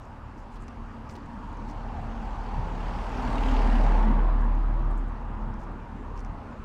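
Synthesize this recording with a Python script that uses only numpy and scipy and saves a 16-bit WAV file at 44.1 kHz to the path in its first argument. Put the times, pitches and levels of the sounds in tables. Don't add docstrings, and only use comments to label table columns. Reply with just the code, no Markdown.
import sys
import numpy as np
from scipy import signal
from scipy.io import wavfile
from scipy.ndimage import uniform_filter1d

SR = 44100
rng = np.random.default_rng(int(sys.argv[2]) if len(sys.argv) > 2 else 0)


def field_ratio(decibels):
    return 10 ** (np.asarray(decibels, dtype=float) / 20)


def store_wav(level_fs):
    pcm = np.round(np.clip(np.atleast_2d(level_fs), -1, 1) * 32767)
    wavfile.write(sys.argv[1], SR, pcm.T.astype(np.int16))


N = 292824
T = np.arange(N) / SR

PASS_S, SPEED_M_S, LANE_M = 3.533, 9.3, 2.6
AXLE_S, PIPE_S, TURN_S = 0.43, 0.76, 0.21
NEXT_PASS_S, NEXT_DB = 7.97, -1.5


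def evened(x):
    return x / np.sqrt(np.mean(x ** 2) + 1e-20)


def read(points, hz):
    f, value = np.transpose(points)
    return np.interp(np.log(hz + 1), np.log(f + 1), value)


def columns(table):
    s, *values = np.transpose(table)
    return [np.interp(T, s, v) for v in values]


def add(mix, s, sound):
    part = mix[round(s * SR):][:len(sound)]
    part += sound[:len(part)]


def drift(size):
    smooth = uniform_filter1d(rng.standard_normal(N), size=size)
    return evened(uniform_filter1d(smooth, size=size))


def noise(spectrum, patchy_db, wide=12):
    hz = np.fft.rfftfreq(2048, 1 / SR)
    a, b, patches = rng.standard_normal((N // 512 + 5, 1025, 3)).T
    patches = uniform_filter1d(patches, size=wide, axis=0)
    patches = evened(uniform_filter1d(patches, size=6, axis=1))
    inside = (hz >= spectrum[0][0]) & (hz <= spectrum[-1][0])
    level = field_ratio(read(spectrum, hz)[:, None] + patchy_db * patches)
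    z = (a + 1j * b) * level * inside[:, None]
    return evened(signal.istft(z, nperseg=2048, noverlap=1536)[1][:N])


def resonate(x, hz, width_hz):
    turn = np.exp(2j * np.pi * np.cumsum(hz * np.ones(len(x))) / SR)
    r = np.exp(-np.pi * width_hz / SR)
    once = signal.lfilter([1 - r], [1, -r], x / turn)
    twice = signal.lfilter([1 - r], [1, -r], once)
    return 2 * (turn * twice).real


def away(after_s):
    return np.sqrt(1 + (SPEED_M_S * (T - PASS_S - after_s) / LANE_M) ** 2)


def behind(after_s, turn_s):
    return .5 + .5 * np.tanh((T - PASS_S - after_s) / turn_s)


def heard(spread_db, parts_s, next_db=NEXT_DB, shade=1.):
    first = sum(field_ratio(-spread_db * np.log10(away(s))) ** 2 for s in parts_s) * shade ** 2
    second = field_ratio(next_db - spread_db * np.log10(away(NEXT_PASS_S - PASS_S))) ** 2
    return np.sqrt(first + second)


# (time [s], level [dB])
FIRST_ORDER = [(0, -49), (.72, -43.5), (1.2, -50), (1.33, -45), (1.66, -37.5), (1.9, -36), (2.57, -34),
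               (2.85, -31.5), (3.1, -35.5), (3.53, -21.5), (3.85, -18.5), (4.59, -22), (4.99, -26),
               (5.18, -35), (5.46, -31.5), (5.82, -43.5), (6.3, -34.5), (6.5, -59)]
# (level abreast [dB], loss per tenfold distance [dB], time of a swell [s], lag behind nose [s])
HIGHER_ORDERS = [
    (-41, 10.5, 3.55, 0.68),
    (-43.5, 12, 3.48, -0.21),
]


def exhaust():
    firing_hz = 37.42 + 0.22 * drift(size=6000)
    phase = 2 * np.pi * np.cumsum(firing_hz) / SR
    orders_db = columns(FIRST_ORDER)
    for db, spread_db, swell_at_s, after_s in HIGHER_ORDERS:
        swell_db = 1.5 * np.cos(2 * np.pi * (T - swell_at_s) / 0.852)
        orders_db.append(db - spread_db * np.log10(away(after_s)) + swell_db)
    return sum(np.sqrt(2) * field_ratio(db) * np.cos((k + 1) * phase) for k, db in enumerate(orders_db))


# (time [s], jolt of tyres [dB], jolt of body [dB])
ROAD_BUMPS = [(.76, 1, -2), (1.19, 0, 0), (1.36, 6, -1), (1.49, 1.5, 1.5), (1.64, 9, -4), (1.98, 0, 8),
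              (2.12, 4, 5), (2.47, 3.5, -3), (2.58, -3, 11), (2.92, 0.5, 2.5), (3.08, -1.5, -4),
              (3.25, 1.5, 0), (3.73, 5, 3), (3.88, 3.5, 4), (4.101, 7.5, -14), (4.86, -0.5, 8.5),
              (5.33, -1, 1.5), (5.5, 0.5, 4), (5.69, 4, 3.5), (5.97, 5, -1), (6.19, 4.5, 2), (6.31, 3, 5)]


def jolts():
    width_s = 0.048
    return sum(np.array(jolt)[:, None] * np.exp(-.5 * ((T - s) / width_s) ** 2) for s, *jolt in ROAD_BUMPS)


# (time [s], resonance [Hz], ring above roar [dB])
TREAD = [(0, 915, -2.5), (.8, 907, -6.5), (1.6, 960, -1.5), (1.97, 770, 2.5), (2.12, 855, -2.5),
         (2.27, 843, 1), (2.55, 898, 0), (2.95, 866, -5), (3.45, 941, -5.5), (3.72, 796, -6),
         (4.3, 970, -3), (4.65, 970, -8.5), (5.4, 890, -2), (5.97, 940, -8.5), (6.3, 906, -3.5),
         (6.64, 850, -18)]
# (frequency [Hz], density [dB per Hz])
FAR_SPECTRUM = [(160, -39), (280, -2), (303, -4.5), (564, -4.5), (638, -6), (963, -4.5), (1150, -4),
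                (1330, -7.5), (2050, -20.5), (4000, -37.5), (5200, -52.5), (8800, -120)]
# (frequency [Hz], density [dB per Hz])
NEAR_SPECTRUM = [(160, -36), (280, 0), (331, -28.5), (378, -1.5), (552, -4.5), (852, 0), (1260, -8.5),
                 (2070, -16.5), (2770, -26.5), (4000, -33), (5200, -62), (8800, -120)]


def tyres(tyre_jolt_db, body_jolt_db):
    axles = [0, AXLE_S]
    gone = behind(AXLE_S + TURN_S, TURN_S)
    bright_m, bright_behind = 8.9, 0.35
    near = 1.075 * (1 - (1 - bright_behind) * gone)
    near = near / (1 + (away(AXLE_S / 2) * LANE_M / bright_m) ** 2)
    near = np.clip(near, 0, 1)
    roar = np.sqrt(1 - near) * noise(FAR_SPECTRUM, patchy_db=2.0)
    roar += np.sqrt(near) * noise(NEAR_SPECTRUM, patchy_db=1.5)
    tread_hz, tread_db = columns(TREAD)
    tread = evened(resonate(rng.standard_normal(N), tread_hz, width_hz=222))
    roar_gain = field_ratio(-35 + 0.067 * body_jolt_db) * heard(17, axles, shade=field_ratio(-1.5 * gone))
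    low = evened(resonate(rng.standard_normal(N), 225.0, width_hz=99.5))
    low_gain = field_ratio(-39 + tyre_jolt_db) * heard(15, axles, next_db=-0.5)
    return roar_gain * (roar + field_ratio(tread_db) * tread) + low_gain * low


# (frequency [Hz], density [dB per Hz])
BODY_SPECTRUM = [(15, -13), (25, 3), (45, 4), (55, -5), (65, 4), (100, 3), (170, -6), (300, -25.5),
                 (420, -47)]


def body_rumble(body_jolt_db):
    gain = field_ratio(-38.5 + body_jolt_db) * heard(6, [PIPE_S], next_db=-19.5)
    return gain * noise(BODY_SPECTRUM, patchy_db=1.3)


# (frequency [Hz], density [dB per Hz])
BAY_SPECTRUM = [(1060, -16), (1800, -7), (2080, -6), (2770, -4), (3700, -12.5), (4550, -11.5), (5170, -14),
                (7410, -20.5), (11800, -36), (13800, -39.5), (15500, -52)]
# (frequency [Hz], width [Hz], level [dB])
BLOCK_MODES = [
    (2820, 890, -6.5),
    (4470, 150, -16),
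    (3790, 170, -19),
    (6300, 1700, -32.5),
]


def engine():
    shade = field_ratio(-8.5 * behind(0.57, 0.1))
    gain = field_ratio(-46.5 + 2.5) * heard(20, [0], -5.5, shade)
    far_depth, near_depth = 0.21, 0.52
    depth = np.clip(far_depth + (near_depth - far_depth) / away(0) ** 0.86, 0, 1)
    coming_hz, going_hz = 38.1, 36.65
    firing_hz = coming_hz + (going_hz - coming_hz) * behind(.05, .06)
    turns = np.cumsum(firing_hz) / SR + .2
    strength = field_ratio(2.0 * rng.standard_normal((400, 5)))[turns.astype(int)].T
    firing = np.exp(-(turns % 1) / 0.24)
    valve = 0.09 * np.exp(-((turns + .5) % 1) / 0.25)
    puffs = uniform_filter1d(firing + valve, size=90)
    hiss = (1 - depth + depth * 0.68 * strength[0] * puffs) * noise(BAY_SPECTRUM, patchy_db=1.5, wide=40)
    rings = np.zeros(N)
    for (hz, width_hz, db), blow in zip(BLOCK_MODES, strength[1:]):
        blows = rng.standard_normal(N) * blow ** 2 * puffs ** 2
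        rings += field_ratio(db) * evened(resonate(blows, hz, width_hz))
    return gain * (hiss + 1.3 * depth * rings)


# (time [s], length [s], level [dB], pitch [Hz])
SOLE_SCUFFS = [(0, 0.078, -75, 6000), (0.368, 0.044, -70, 5600), (0.402, 0.05, -76, 6000),
               (0.51, 0.053, -73, 7000), (0.55, 0.027, -61, 2800), (0.598, 0.053, -70, 7500),
               (0.68, 0.011, -61, 5000), (1.092, 0.025, -60, 4580), (1.109, 0.026, -67, 7000),
               (1.135, .012, -68, 8500), (1.15, 0.021, -57.5, 3500), (1.676, 0.05, -64.5, 5330),
               (4.403, 0.022, -70.5, 6500), (4.438, 0.024, -74, 7540), (4.906, 0.018, -76, 9070),
               (4.966, 0.036, -70, 7500), (5.075, 0.025, -75, 7500), (5.58, 0.077, -71, 5980),
               (6.152, 0.07, -66.5, 5360), (6.254, 0.015, -70, 5010)]


def scuffs():
    out = np.zeros(N)
    crackle_db = 1.5 * np.repeat(rng.exponential(1, N // 40 + 1), 40)[:N]
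    rasp = rng.standard_normal(N) * field_ratio(crackle_db)
    for s, length, db, hz in SOLE_SCUFFS:
        burst = rasp[round(s * SR):][:round(length * SR)]
        scrape = evened(resonate(burst, hz, width_hz=3700)) + field_ratio(-26) * evened(burst)
        add(out, s, field_ratio(db) * scrape * signal.windows.tukey(len(burst), .5))
    return out


# (time [s], peak level [dB], pitch [Hz])
GRAINS = [(0.0538, -54, 7000), (0.3778, -55, 5670), (0.3851, -55, 5800.0), (0.5459, -51, 5940),
          (0.5576, -59, 6000.0), (0.6041, -55, 7300.0), (0.6236, -49, 6900.0), (0.6816, -41.5, 5660),
          (1.092, -45.0, 5800.0), (1.0966, -42, 5370), (1.1014, -50, 4960), (1.109, -53, 7560),
          (1.1132, -49.0, 7400.0), (1.1555, -50, 5300.0), (1.261, -52, 7500.0), (1.339, -58.0, 8100),
          (1.5302, -52, 6760), (1.5719, -50, 6360), (1.6911, -53.0, 6300.0), (1.7001, -45, 5200.0),
          (4.5524, -53, 6400), (4.8276, -57, 5680), (4.912, -53, 7700.0), (4.9771, -57.0, 7900.0),
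          (5.541, -47.5, 5500.0), (5.6357, -54, 7100.0), (5.7177, -58, 8850), (6.1773, -44, 5610),
          (6.1939, -44, 5990), (6.2484, -42, 5690)]


def grit():
    out, t = np.zeros(N), np.arange(200) / SR
    knock = field_ratio(-3.5) * np.exp(-t / 0.00071) * np.sin(2 * np.pi * 2300 * t)
    onset = 1 - np.exp(-t / .00008)
    for s, db, hz in GRAINS:
        crack = np.exp(-t / 0.0003) * np.sin(2 * np.pi * hz * t)
        add(out, s, field_ratio(db + 4.5) * onset * (crack + knock))
    return out


# (delay [s], level [dB])
REFLECTIONS = [
    (.0037, -18),
    (.0075, -16.5),
]


def with_wall_echoes(steps):
    wet = steps.copy()
    for delay, db in REFLECTIONS:
        add(wet, delay, field_ratio(db) * resonate(steps, 3700, width_hz=7200))
    return wet


# (frequency [Hz], density [dB per Hz])
STREET_SPECTRUM = [(880, -39.5), (1500, -1.5), (1640, 5.5), (2220, -12), (2720, -8), (3830, -38),
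                   (7310, -25.5), (12300, -33), (15500, -40)]


def street():
    return field_ratio(-64.5) * noise(STREET_SPECTRUM, patchy_db=2.2, wide=40)


# (start [s], length [s], first pitch [Hz], last pitch [Hz], level [dB])
HUM_TONES = [(.3, .7, 31.4, 31.3, -48), (2, .55, 51.2, 50.6, -40), (2.65, 1.35, 50.2, 53.5, -36),
             (4, .45, 53.5, 53.8, -43), (.44, 1.1, 230.5, 227, -48), (1, .95, 285, 297, -55),
             (3.42, .2, 262, 256, -36), (3.2, .4, 290, 293, -44), (3.5, .4, 224, 228, -38.5),
             (3.9, .45, 221, 218.5, -38), (3.9, .5, 346, 326, -47), (4.3, 1, 325, 341, -51),
             (1.72, .6, 226, 226.5, -47), (3.1, .3, 254, 252, -43), (4.3, .35, 232, 228, -43),
             (3.75, .2, 155, 154, -40), (4.05, .2, 152, 151, -40), (2.4, .75, 178, 176, -47),
             (5.2, .7, 338, 338, -56), (5.3, .35, 213, 211, -45)]


def hums():
    out = np.zeros(N)
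    for s, length, first_hz, last_hz, db in HUM_TONES:
        span = slice(round(s * SR), round((s + length) * SR))
        waver, swell = drift(size=1500)[span], drift(size=3000)[span]
        hz = np.linspace(first_hz, last_hz, len(waver)) + 2.2 * waver
        tone = np.sqrt(2) * np.cos(2 * np.pi * np.cumsum(hz) / SR)
        add(out, s, field_ratio(db + 1.45 * swell) * signal.windows.tukey(len(hz), .6) * tone)
    return out


def scene():
    tyre_jolt_db, body_jolt_db = jolts()
    car = exhaust() + tyres(tyre_jolt_db, body_jolt_db) + body_rumble(body_jolt_db) + engine() + hums()
    walker = with_wall_echoes(scuffs() + grit())
    return (car + walker + street())[None]


def treble_gate(x):
    hz, _, z = signal.stft(x, SR, nperseg=2048, noverlap=1024)
    power = abs(z) ** 2
    band = np.arange(1025) // 24
    band_power = np.add.reduceat(power, np.arange(0, 1025, 24), axis=0)
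    band_db = 10 * np.log10(band_power + 1e-16)[band]
    loud_db = 10 * np.log10(power.sum(0) + 1e-16)
    whim_db = 2.6 * rng.standard_normal((43, z.shape[1]))[band]
    top = hz[:, None] > 12900
    usual_db = np.median(band_db, axis=1)[:, None]
    faint = top & (band_db < usual_db + 3.6 + 1.5 * whim_db)
    dimmed = (hz[:, None] > 6500) & (band_db < loud_db - 77.5 + 1.6 * whim_db)
    gain_db = np.where(faint, -13, np.where(top, 3.5, 0)) - 9 * dimmed
    return signal.istft(z * field_ratio(gain_db), SR, nperseg=2048, noverlap=1024)[1][:N]


def low_pass(x):
    return signal.sosfilt(signal.butter(12, 15660, fs=SR, output="sos"), x)


def record(dry):
    mix = treble_gate(dry[0])[None]
    return low_pass(mix)


dry = scene()
out = record(dry)
store_wav(out)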